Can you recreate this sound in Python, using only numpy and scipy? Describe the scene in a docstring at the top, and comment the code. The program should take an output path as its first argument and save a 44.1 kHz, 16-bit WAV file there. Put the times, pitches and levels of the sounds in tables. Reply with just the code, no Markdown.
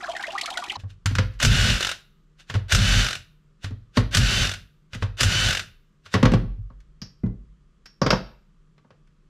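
"""An impact driver spins four bolts out of an iron housing: whining, rasping gears, two blows, a shaking run, a ratchet.
Between bolts the socket rattles, and knocks sound as sets of dying tones with bursts of noise.
The driver is put down; a steel cover plate clinks free and is dropped on the bench.
Before all this, a thin stream of used oil gurgles into a bucket, made of many ringing bubbles and spits;
it gives way abruptly to the garage workbench. Echoes and soft air noise lie around the sounds."""
import sys
import numpy as np
from scipy import signal
from scipy.fft import rfft, irfft, next_fast_len
from scipy.io import wavfile
from scipy.ndimage import uniform_filter1d

SR = 44100
rng = np.random.default_rng(int(sys.argv[2]) if len(sys.argv) > 2 else 0)


def to_wav(sig):
    """Store sig (one row per channel, or 1-D mono) as 16-bit WAV at the path in sys.argv[1].

    Samples outside -1..1 are clipped; the rate is SR.
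    """
    pcm = np.clip(np.atleast_2d(sig), -1, 1) * 32767
    pcm = np.round(pcm).astype(np.int16)
    wavfile.write(sys.argv[1], SR, pcm.T)  # frames by channels


N = 409688
TIME = np.arange(N) / SR  # seconds from the beginning
AGE = TIME[:SR]  # seconds since a single sound began, up to one second

# In these tables t60_s is the time a tone or echo takes to die away by 60 dB.
# The four bolts: first_blow_s, second_blow_s, last_click_s, coast_s, top_tooth_hz,
# gear_level_db, shaking_level_db, ratchet_level_db
BOLT_RUNS = [(1.4274, 1.4485, 1.914, 0.23, 1487, -21, -15, -7),
             (2.7211, 2.748, 3.152, .15, 1535, -21.5, -17, -10.5),
             (4.1479, 4.17, 4.5375, .12, 1539, -22, -18.5, -11),
             (5.2078, 5.231, 5.594, .13, 1535, -21.5, -21.5, -7)]
# Whine of the gear teeth: multiple of the tooth rate, level_db
WHINE_TONES = [(1, -4), (2, 0), (3, -10), (4, -11), (5, -16), (6, -23)]
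# Tone colour of the gears: pitch_hz, level_db
GEAR_COLOUR = [(180, -49.5), (300, -17), (384, -8.5), (439, -20), (543, -9), (1000, -16), (1460, -4.5),
               (2280, -8.5), (2930, -5), (3280, -9.5), (3570, -6), (5130, -10), (7250, -16.5), (12700, -31),
               (15500, -42.5)]
# Resonances of the driver's casing: pitch_hz, width_hz, lift_db
CASING_PEAKS = [(1520, 250, 5.5), (2840, 700, 4), (3570, 190, 4), (6000, 500, 3), (7260, 400, 2.5)]
# The socket rattles on the driver and scrapes onto a bolt head: loudest_s, level_db
SOCKET_RATTLES = [(.8, -43.5), (.904, -46), (1.34, -49), (2.402, -41), (2.502, -33.5), (2.555, -32),
                  (3.645, -30), (3.976, -19.5), (4.945, -32), (5.028, -33.5), (6.062, -41.5), (6.137, -27)]
# Socket, housing and driver knock on the bench:
# start_s, weight_db, hardness (0-1), crack_db (metal on metal), flatness of the landing (0-1)
BENCH_KNOCKS = [(0.7694, -42, 0.37, -54, 0.97), (0.8356, -35, 0.08, -51.5, 0.9),
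                (1.058, -22.5, 0.09, -8.5, 0.06), (1.1093, -31, .4, -28, 0.46),
                (1.1517, -29.5, .4, -13, 0.17), (1.1839, -16.5, 0.25, -7.5, 0.51),
                (1.4005, -51, 0.8, -12.5, 0.16), (2.4983, -39, 0.44, -18, 0.5),
                (2.5404, -25, 0.27, -19.5, 0.45), (2.551, -24.5, 0.28, -22, 0.73),
                (3.6437, -31, 0.43, -22, 0.35), (3.7076, -32, 0.41, -41, 0.48),
                (3.9708, -15, 0.64, -7.5, 0.57), (4.9321, -45, 0, -22, 0.5),
                (4.9475, -31, 0.41, -23.5, 0.3), (5.023, -25, 0.2, -17, 0.76),
                (6.0602, -57.5, 0.3, -29.5, 0.64), (6.1398, -21.5, 0.74, -5.5, 0.51),
                (6.1506, -21.5, 0.64, -14, 0.78), (6.228, -10.5, 0.78, -8, 0.56),
                (6.2531, -17, 0.75, -6.5, .65), (6.3177, -14, 0.58, -19, 0.38),
                (6.3361, -16.5, 0.82, -13.5, 0.53), (6.434, -29.5, 0.57, -52, 0.46),
                (6.5784, -38.5, 0, -93.5, 0.26), (6.701, -50, .56, -55.5, 0.95),
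                (6.8025, -70.5, 0.06, -49, 0), (7.2352, -20, .7, -50, 0.25),
                (7.261, -26.5, 0.56, -45, 0.44), (8.779, -65.5, 0.6, -47.5, 0.7),
                (8.8463, -62, .9, -64, .99), (8.9049, -60.5, 0.63, -44, 0.95),
                (9.0725, -69, 0.47, -55.5, 0.26)]
# The cover plate clinks and drops:
# start_s, weight_db, hardness (0-1), crack_db, flatness (0-1), ring_db
COVER_PLATE_HITS = [(7.0167, -41, 0.7, -36.5, 0.37, -30), (7.857, -68, 0.17, -34, .25, -40.5),
                    (8.0159, -23, 0.86, -17.5, 0.95, -25.5), (8.063, -25, 0.69, -10, 0.87, -28.5),
                    (8.104, -27, .68, -2.5, 0.76, -20.5), (8.1277, -28, 1, -15.5, 0.92, -37.5)]
# Ringing tones of the bench and the things set down on it: pitch_hz, level_db, t60_s
KNOCK_TONES = [(42.9, -12, 0.84), (51, -11.5, 0.92), (95, 0, 0.23), (112.96, -5, 0.38), (136.3, -1.5, 0.15),
               (186, -3, .11), (239, -3, 0.11), (275, -12, 0.12), (407, -6, 0.15), (466, -5.5, 0.1),
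               (515, -4, 0.21), (594, -3, .09), (770, -6, 0.025), (933, -6.5, 0.11), (1100, -2, 0.093),
               (1134, -6, 0.095), (1150, -9.5, 0.043)]
# Ringing tones of the iron housing: pitch_hz, level_db, t60_s
HOUSING_TONES = [(1417, -7, .1), (2035, -8, .18), (2445, -16, .15)]
# Ringing tones of the cover plate: pitch_hz, level_db, t60_s
PLATE_TONES = [(2234, -20, .24), (2837, -26, .4), (3472, -17, .2), (4800, -5, .22), (4900, -8, .2),
               (5440, -1, .26), (5520, -4, .22), (5900, -7, .16), (11300, -22, .1), (11900, -20, .11),
               (12150, -21, .1)]
# Crowded tones of the cover plate, heard as noise: pitch_hz, level_db
SHIMMER_COLOUR = [(3800, -17), (4600, -6), (4850, 0), (5150, -8), (5450, 0.5), (5950, -11.5), (6500, -12.5),
                  (8000, -50)]
# Crack of metal on metal: pitch_hz, level_db
CRACK_COLOUR = [(700, -15), (1450, 4.5), (2200, -0.5), (3000, -1.5), (4300, -6), (6000, -13.5), (9000, -40)]
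# Bright tick of a contact: pitch_hz, level_db
TICK_COLOUR = [(3000, -13.5), (5200, 0.5), (7000, -3), (9000, -10), (12500, -19.5), (15500, -31.5)]
# Slap of a contact: pitch_hz, level_db
CLACK_COLOUR = [(150, -25), (400, 0.5), (800, -4), (1200, -4), (1800, -12), (4000, -45.5)]
# Single bubbles in the oil: start_s, pitch_hz, level_db
OIL_BUBBLES = [(.04, 1497, -24), (.086, 654, -24.5), (.148, 697, -29.5), (.194, 1520, -26.5),
               (.237, 1860, -19), (.279, 624, -25.5), (.344, 774, -31), (.352, 1120, -18),
               (.378, 1850, -19), (.457, 2036, -25), (.511, 747, -31.5), (.572, 1393, -19),
               (.623, 1090, -22.5), (.697, 2900, -18)]
# Single spits of bursting oil film: start_s, level_db
OIL_SPITS = [(.225, -26), (0.381, -23), (.412, -15), (0.458, -18), (0.5033, -22.5), (0.573, -18),
             (0.639, -24), (0.698, -30)]
# Tone colour of the spits and the fizz: pitch_hz, level_db
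SPIT_TONE_COLOUR = [(900, -47), (1800, -5), (3300, 7), (6000, -4), (9000, -11), (12500, -20.5),
                    (15000, -44)]
# Ringing of the air in the bucket: pitch_hz, level_db, t60_s
BUCKET_TONES = [(376.5, 4.5, 0.24), (650, 3.5, 0.12), (830, 12, 0.067), (1190, -12.5, 0.11),
                (1552, -18, .06), (1926, -12.5, 0.1), (3000, -31, .06)]
# Steady noise of the pouring: pitch_hz, level_db
POUR_COLOUR = [(25, -8), (45, 5), (90, -7.5), (200, -2), (370, 4.5), (480, -11), (750, 3), (1500, -12),
               (3000, -15), (7000, -13.5), (13000, -34.5)]
# How fast the garage echoes die: pitch_hz, t60_s
GARAGE_DECAY = [(100, 0.47), (500, 0.38), (1500, 0.41), (4000, 0.43), (8000, 0.26), (15000, 0.85)]
# Echoes that differ between left and right (the side part): pitch_hz, level_db
ECHO_WIDTH = [(60, -34.5), (200, -31), (700, -19.5), (2000, -26.5), (5000, -19), (9000, -13.5), (12500, -3)]
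# Soft air noise in the garage: pitch_hz, level_db
AIR_COLOUR = [(15, -26.5), (25, 6), (44, -2.5), (103, -24), (150, -3.5), (257, -20), (404, -21.5),
              (790, -38.5), (1210, -26.5), (1540, -32.5), (2430, -38), (3180, -37), (3730, -40.5),
              (7480, -44.5), (15000, -68)]

LEAD_S = .038  # the trigger is pulled this long before the first blow
SLOW_HZ, SPIN_UP_S = 654, 0.06  # tooth rate at a crawl; time to gather speed
# The gear noise swells, grows louder with speed and sinks after the last click.
GEAR_RISE_S, GEAR_SPEED_DB, GEAR_STOP_S = .03, 26.5, .04
BLOW_DB, BLOW_TICK_DB = -11, -5.5
# The last gap between clicks; each gap is longer and each click softer than the one before.
RATCHET_GAP_S, RATCHET_SLOWING, RATCHET_FADE_DB = .0232, 1.04, 4.5
# The bolt shakes the bench until it is out of its thread.
SHAKE_RISE_S, SHAKE_HOLD_S, SHAKE_FADE_DB_PER_S = 0.011, 0.29, 150
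WOBBLE_HZ, WOBBLE_DB, WOBBLE_PEAK_S = 4.8, 3, .06  # the shaking comes in two swells
RATTLE_RISE_S, RATTLE_FALL_S = .009, .018
HARD_TILT_DB = 23  # a hard contact trades low thud for higher boom
CLACK_DB, CLACK_FLAT_DB = -21.5, 25  # against the mean of boom and crack; a flat landing slaps
TICK_DB, TICK_DULLING_DB = -11, 20  # against the crack; flat landings tick less
CUT_S = 0.768  # the oil gives way to the workbench here
BUBBLE_LIFE_S, LIFE_SLOPE = .0046, 0.46  # life at 1 kHz; thick oil damps smaller bubbles sooner
# A chain of low glugs under the stream climbs by GLUG_RISE octaves a second.
GLUG_HZ, GLUG_RISE, GLUG_GAP_S, GLUG_DB = 699, .4, .03, -35
SPIT_GAP_S, SPIT_DB = .05, -31  # further spits at irregular moments
POUR_DB, AIR_DB = -51, -59.5
EDGE_HZ = 15700  # upper limit of the whole sound


def amp(db):
    """Turn decibels into a plain multiplier."""
    return 10 ** (np.asarray(db) / 20)


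def unit(x):
    """Scale a sound to an average (rms) strength of 1."""
    return x / np.sqrt(np.mean(x ** 2) + 1e-20)


def read(points, hz):
    """Read a curve between its points, on a logarithmic pitch scale."""
    f, value = np.transpose(points)
    return np.interp(np.log(hz + 1), np.log(f + 1), value)


def add(mix, s, sound):
    """Mix a sound in at s seconds, cutting off what runs past the end."""
    part = mix[max(round(s * SR), 0):][:len(sound)]
    part += sound[:len(part)]


def noise(points, size, peaks=()):
    """Noise of rms 1 with a smooth spectrum and resonant lifts, falling away above its last point."""
    fast = next_fast_len(size)
    hz = np.fft.rfftfreq(fast, 1 / SR)
    db = read(points, hz)
    for f, width, lift in peaks:
        db = db + lift / (1 + (2 * (hz - f) / width) ** 2)
    skirt = np.maximum(hz / points[-1][0], 1) ** -4
    spectrum = rfft(rng.standard_normal(fast)) * amp(db) * skirt
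    return unit(irfft(spectrum, fast)[:size])


def drift(rate_hz):
    """Slow random wandering of rms 1."""
    lowpass = signal.butter(2, rate_hz, fs=SR, output="sos")
    return unit(signal.sosfilt(lowpass, rng.standard_normal(N)))


def ring(modes, scatter_db=0, detune=0):
    """A struck body sounds as dying tones; each point of contact weights them a little differently."""
    out = np.zeros(SR)
    chance = rng.standard_normal((len(modes), 2))
    for k, ((hz, db, t60), (louder, sharper)) in enumerate(zip(modes, chance)):
        fading = amp(db + scatter_db * louder - 60 * AGE / t60)
        tone = np.sin(2 * np.pi * hz * (1 + detune * sharper) * AGE)
        out += fading * tone * (-1) ** k  # every other tone starts downwards
    return out


def burst(colour, fall_s, rattle_db, rattle_s, peaks=(), rise_s=0.0012):
    """A sharp burst of contact noise plus a weaker rattle with its own fading time."""
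    t = AGE[:SR // 4]
    rise = 1 - np.exp(-t / rise_s)
    fall = np.exp(-t / fall_s) + amp(rattle_db) * np.exp(-t / rattle_s)
    return noise(colour, len(t), peaks) * rise * fall


def driver(grain_db=1.0, whine_db=-5.0, gears_db=-1.5, rattle_db=-7.0):
    """Gear teeth whine and rasp in the casing; the rasp throbs with each turn of the motor shaft."""
    tooth_hz, gain = motor()
    unsteady = 1 + .003 * drift(90) + .003 * drift(12)
    teeth = np.cumsum(tooth_hz * unsteady) / SR  # running count of teeth passed
    shaft = teeth / 4  # turns of the shaft
    throb = 1 + 0.17 * np.cos(2 * np.pi * shaft)
    partials = np.zeros(N)
    for k, db in WHINE_TONES:
        partials += amp(db + 3.5 * drift(14)) * np.cos(2 * np.pi * k * teeth)
    # uneven teeth repeat each turn: a comb of weaker lines glides with the motor
    comb = np.zeros(N)
    for k in range(5, 20):
        line_db = read(GEAR_COLOUR, k * 380) + 3 * drift(10)
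        comb += amp(line_db) * np.cos(2 * np.pi * (k * shaft + rng.random()))
    whine = unit(unit(partials * throb) + .8 * unit(comb))
    whine = whine * (tooth_hz / tooth_hz.max()) ** 3  # the gears sing only near full speed
    rasp = unit(noise(GEAR_COLOUR, N, CASING_PEAKS) * throb * amp(grain_db * drift(69)))
    loose = np.zeros(N)  # loudness of the rattling socket
    for s, db in SOCKET_RATTLES:
        distance = np.maximum((s - TIME) / RATTLE_RISE_S, (TIME - s) / RATTLE_FALL_S)
        loose += amp(db) * np.exp(-distance.clip(max=30))
    running = gain * (amp(gears_db) * rasp + amp(whine_db) * whine)
    return running + amp(rattle_db) * loose * rasp


def motor(wind_up_db=-21, wind_up_s=0.012):
    """Each trigger pull winds up the hammer spring and spins the gears: tooth rate and loudness."""
    tooth_hz = np.zeros(N) + SLOW_HZ
    gain = np.zeros(N)
    for first, _, stop, coast_s, top_hz, db, _, _ in BOLT_RUNS:
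        start = first - LEAD_S
        past_stop = start + AGE - stop
        coasting = np.clip(1 + past_stop / coast_s, 0, 1) ** 1.6
        speed = (1 - np.exp(-AGE / SPIN_UP_S)) * (1 - coasting)  # 0 = crawl, 1 = full speed
        running = np.minimum(AGE / GEAR_RISE_S, 1) * np.exp(-np.maximum(past_stop, 0) / GEAR_STOP_S)
        gears = amp(db - GEAR_SPEED_DB * (1 - speed)) * running
        wind_up = amp(wind_up_db) * np.exp(-abs(AGE - LEAD_S) / wind_up_s)
        add(tooth_hz, start, (top_hz - SLOW_HZ) * speed)
        add(gain, start, gears + wind_up)
    return tooth_hz, gain


def hammer(count=6, click_db=-8.5, click_tick_db=-20):
    """Two blows break each bolt loose; the hammer ratchets ever more slowly as the motor brakes."""
    out = np.zeros(N)
    for first, second, stop, *_, ratchet_db in BOLT_RUNS:
        for s in (first, second):
            add(out, s, strike(BLOW_DB, BLOW_TICK_DB))
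        s = stop
        for k in range(count):  # counted back from the last click
            db = ratchet_db - RATCHET_FADE_DB * .5 ** k
            add(out, s, strike(db + click_db, db + click_tick_db))
            s -= RATCHET_GAP_S / RATCHET_SLOWING ** k
    return out


def strike(body_db, tick_db):
    """Steel strikes steel inside the casing: a body of noise and a bright tick."""
    body = burst(GEAR_COLOUR, fall_s=.004, rattle_db=-14.5, rattle_s=0.032, peaks=CASING_PEAKS)
    tick = burst(TICK_COLOUR, fall_s=0.0005, rattle_db=-16.0, rattle_s=0.017)
    return amp(body_db) * body + amp(tick_db) * tick


def shaking(sag_db_per_s=12):
    """The spinning bolt jostles the housing, which drums on the bench and excites mostly the low tones."""
    swells_db = WOBBLE_DB * (np.cos(2 * np.pi * WOBBLE_HZ * (AGE - WOBBLE_PEAK_S)) - .5)
    fade_db = sag_db_per_s * AGE + SHAKE_FADE_DB_PER_S * np.maximum(AGE - SHAKE_HOLD_S, 0)
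    shape = np.minimum(AGE / SHAKE_RISE_S, 1) * amp(swells_db - fade_db)
    gain = np.zeros(N)
    for first, *_, db, _ in BOLT_RUNS:
        add(gain, first, amp(db) * shape)
    push = noise([(20, 0.5), (45, 7.0), (100, 3.5), (200, 2.0), (320, -12), (700, -24), (2000, -46.5)], N)
    drumming = signal.oaconvolve(push, ring(KNOCK_TONES))[:N]
    return gain * unit(drumming)


def handling():
    """Knocks on the bench; the loose cover plate adds its own ring and shimmer."""
    out = np.zeros(N)
    for s, *blow in BENCH_KNOCKS:
        add(out, s, knock(*blow))
    for s, *blow, flatness, ring_db in COVER_PLATE_HITS:
        plate = amp(ring_db - 13.5) * ring(PLATE_TONES, scatter_db=2, detune=.004)
        shimmer = burst(SHIMMER_COLOUR, fall_s=.005, rattle_db=-12.0, rattle_s=.03)
        add(out, s, knock(*blow, flatness) + plate)
        add(out, s, amp(ring_db - 1.5 + 4.4 * flatness) * shimmer)
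    return out


def knock(weight_db, hardness, crack_db, flatness, push_s=0.0012):
    """A harder contact favours the higher ringing tones; metal on metal adds a crack and a tick."""
    tilt_db = HARD_TILT_DB * (hardness - .5)
    thud_db, boom_db = weight_db - tilt_db, weight_db + tilt_db
    clack_db = (boom_db + crack_db) / 2 + CLACK_DB + CLACK_FLAT_DB * flatness
    tick_db = crack_db + TICK_DB - TICK_DULLING_DB * flatness
    # how hard each pitch range is pushed: pitch_hz, level_db
    force = [(45, weight_db - 2), (100, thud_db + 2.5), (150, boom_db + 3.5), (260, boom_db),
             (390, clack_db - 7)]
    pushed = [(hz, db + read(force, hz), t60) for hz, db, t60 in KNOCK_TONES]
    out = ring(pushed, scatter_db=3, detune=0.015) * (1 - np.exp(-AGE / push_s))
    out += amp(boom_db - 28.5) * ring(HOUSING_TONES, detune=.002)  # the housing on the bench rings along
    boom_colour = [(60, -20.0), (150, 4), (300, -4.5), (450, -8.0), (800, -26.5), (2000, -54.0)]
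    boom = burst(boom_colour, fall_s=0.0054, rattle_db=-8.5, rattle_s=0.046)
    clack = burst(CLACK_COLOUR, fall_s=0.0031, rattle_db=-9.0, rattle_s=0.027)
    crack = burst(CRACK_COLOUR, fall_s=0.0049, rattle_db=-12.0, rattle_s=0.027)
    tick = burst(TICK_COLOUR, fall_s=0.0042, rattle_db=-16.0, rattle_s=0.015)
    add(out, 0, amp(boom_db - 8.0) * boom)
    add(out, 0, amp(clack_db) * clack)
    add(out, 0, amp(crack_db - 9.5) * crack)
    add(out, 0, amp(tick_db) * tick)
    return out


def oil(small_per_s=330, small_db=-41, spread_db=4, fizz_db=-18, clump_db=5, glug_spread=0.15,
        chirp_gap_s=.033, chirp_hz=2100, chirp_db=-30, scatter_db=3):
    """The stream drags air under: bubbles large and small, spits and fizz, all inside the bucket."""
    pool = np.zeros(N)
    for s, hz, db in OIL_BUBBLES:
        add(pool, s, gurgle(hz, db))
    for s, (pitch, size) in zip(scattered(GLUG_GAP_S), rng.standard_normal((200, 2))):
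        hz = GLUG_HZ * 2 ** (GLUG_RISE * s + glug_spread * pitch)
        add(pool, s, gurgle(hz, GLUG_DB + scatter_db * size))
    for s, (pitch, size) in zip(scattered(chirp_gap_s), rng.standard_normal((200, 2))):  # middling bubbles
        add(pool, s, gurgle(chirp_hz * 2 ** (.6 * pitch), chirp_db + scatter_db * size))
    for s, pitch, size, cycles in rng.random((int(small_per_s * CUT_S), 4)):
        hz = 800 * 10 ** pitch
        life = (0.82 + 4 * cycles) / hz  # thick oil damps small bubbles within a few cycles
        db = small_db - spread_db * np.log(size + 0.049) - 6 * pitch
        add(pool, s * CUT_S, amp(db) * bubble(hz, life))
    more_spits = [(s, SPIT_DB + scatter_db * rng.standard_normal()) for s in scattered(SPIT_GAP_S)]
    for s, db in OIL_SPITS + more_spits:
        spit = burst(SPIT_TONE_COLOUR, fall_s=0.0047, rattle_db=-22, rattle_s=0.0045)
        add(pool, s, amp(db - 3) * spit)
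    # froth crackles where the surface is churned
    churn = np.sqrt(abs(uniform_filter1d(pool ** 2, size=300)))
    fizz = unit(noise(SPIT_TONE_COLOUR, N) * amp(clump_db * drift(300)))
    pool += amp(fizz_db) * churn * fizz
    hollow = ring(BUCKET_TONES)
    hollow = hollow / np.linalg.norm(hollow)
    pool = pool + amp(-21.5) * signal.oaconvolve(pool, hollow)[:N]
    return pool + amp(POUR_DB) * noise(POUR_COLOUR, N) * amp(2.7 * drift(50))


def gurgle(hz, db, pinch_s=.0034, pinch_db=-8):
    """A large bubble rings; a second, weaker one pinches off it a moment later."""
    life = BUBBLE_LIFE_S * (1000 / hz) ** LIFE_SLOPE
    out = bubble(hz, life)
    add(out, pinch_s, amp(pinch_db) * bubble(hz * rng.uniform(0.77, 1.4), life))
    return amp(db - 3) * out


def bubble(hz, life, rise=0.025, wobble=0.062):
    """A bubble swells, rings and climbs unsteadily in pitch as the stream jostles it."""
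    u = AGE[:SR // 10] / life  # age counted in lifetimes
    jostle = np.interp(u, np.arange(40) / 2, rng.standard_normal(40))
    pitch_hz = hz * (1 + rise * np.minimum(u, 6) + wobble * jostle)
    return u * np.exp(1 - u) * np.sin(2 * np.pi * np.cumsum(pitch_hz) / SR)


def scattered(gap_s):
    """Irregular moments while the oil pours, on average gap_s apart."""
    moments = gap_s * (np.arange(200) + .5 + .7 * rng.standard_normal(200))
    return moments[(moments > 0) & (moments < CUT_S)]


def garage(x, wet_db):
    """Sparse echoes, each band dying at its own speed; early ones differ most between left and right."""
    sparse = rng.random((2, SR)) < .1
    taps = rng.standard_normal((2, SR)) * sparse * np.clip((AGE - .003) / 0.0053, 0, 1)
    hz, t, z = signal.stft(taps, SR, nperseg=256)  # split into bands; row 0 is middle, row 1 is side
    z = z * amp(-60 * t / read(GARAGE_DECAY, hz)[:, None])
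    z[1] *= np.exp(-t / .03)
    z /= np.linalg.norm(signal.istft(z, SR, nperseg=256)[1], axis=1)[:, None, None]
    z[0] *= amp(wet_db)
    z[1] *= amp(read(ECHO_WIDTH, hz))[:, None]
    echoes = signal.istft(z, SR, nperseg=256)[1]
    middle, side = signal.oaconvolve(x[None], echoes, axes=1)[:, :N]
    return np.array([x + middle + side, x + middle - side])


def garage_air():
    """Soft steady noise of the air, with two gentle resonant lifts."""
    return amp(AIR_DB) * noise(AIR_COLOUR, N, [(1160, 100, 1.1), (140, 47, 3.7)])


def scene():
    """The oil pours until CUT_S, then the workbench takes over within a millisecond."""
    pouring = np.clip((CUT_S - TIME) * 1000, 0, 1)
    bench = garage(driver() + hammer(), wet_db=-16.5)
    bench = bench + garage(handling() + shaking(), wet_db=-11.0)
    bench = bench + garage(garage_air(), wet_db=-5)
    return pouring * garage(oil(), wet_db=-11.5) + (1 - pouring) * bench


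def record(dry):
    """Peaks are rounded off; then everything above EDGE_HZ is filtered away."""
    lowpass = signal.firwin(511, EDGE_HZ, window=("kaiser", 9), fs=SR)
    return signal.oaconvolve(np.tanh(dry), lowpass[None], "same")


dry = scene()
out = record(dry)
to_wav(out)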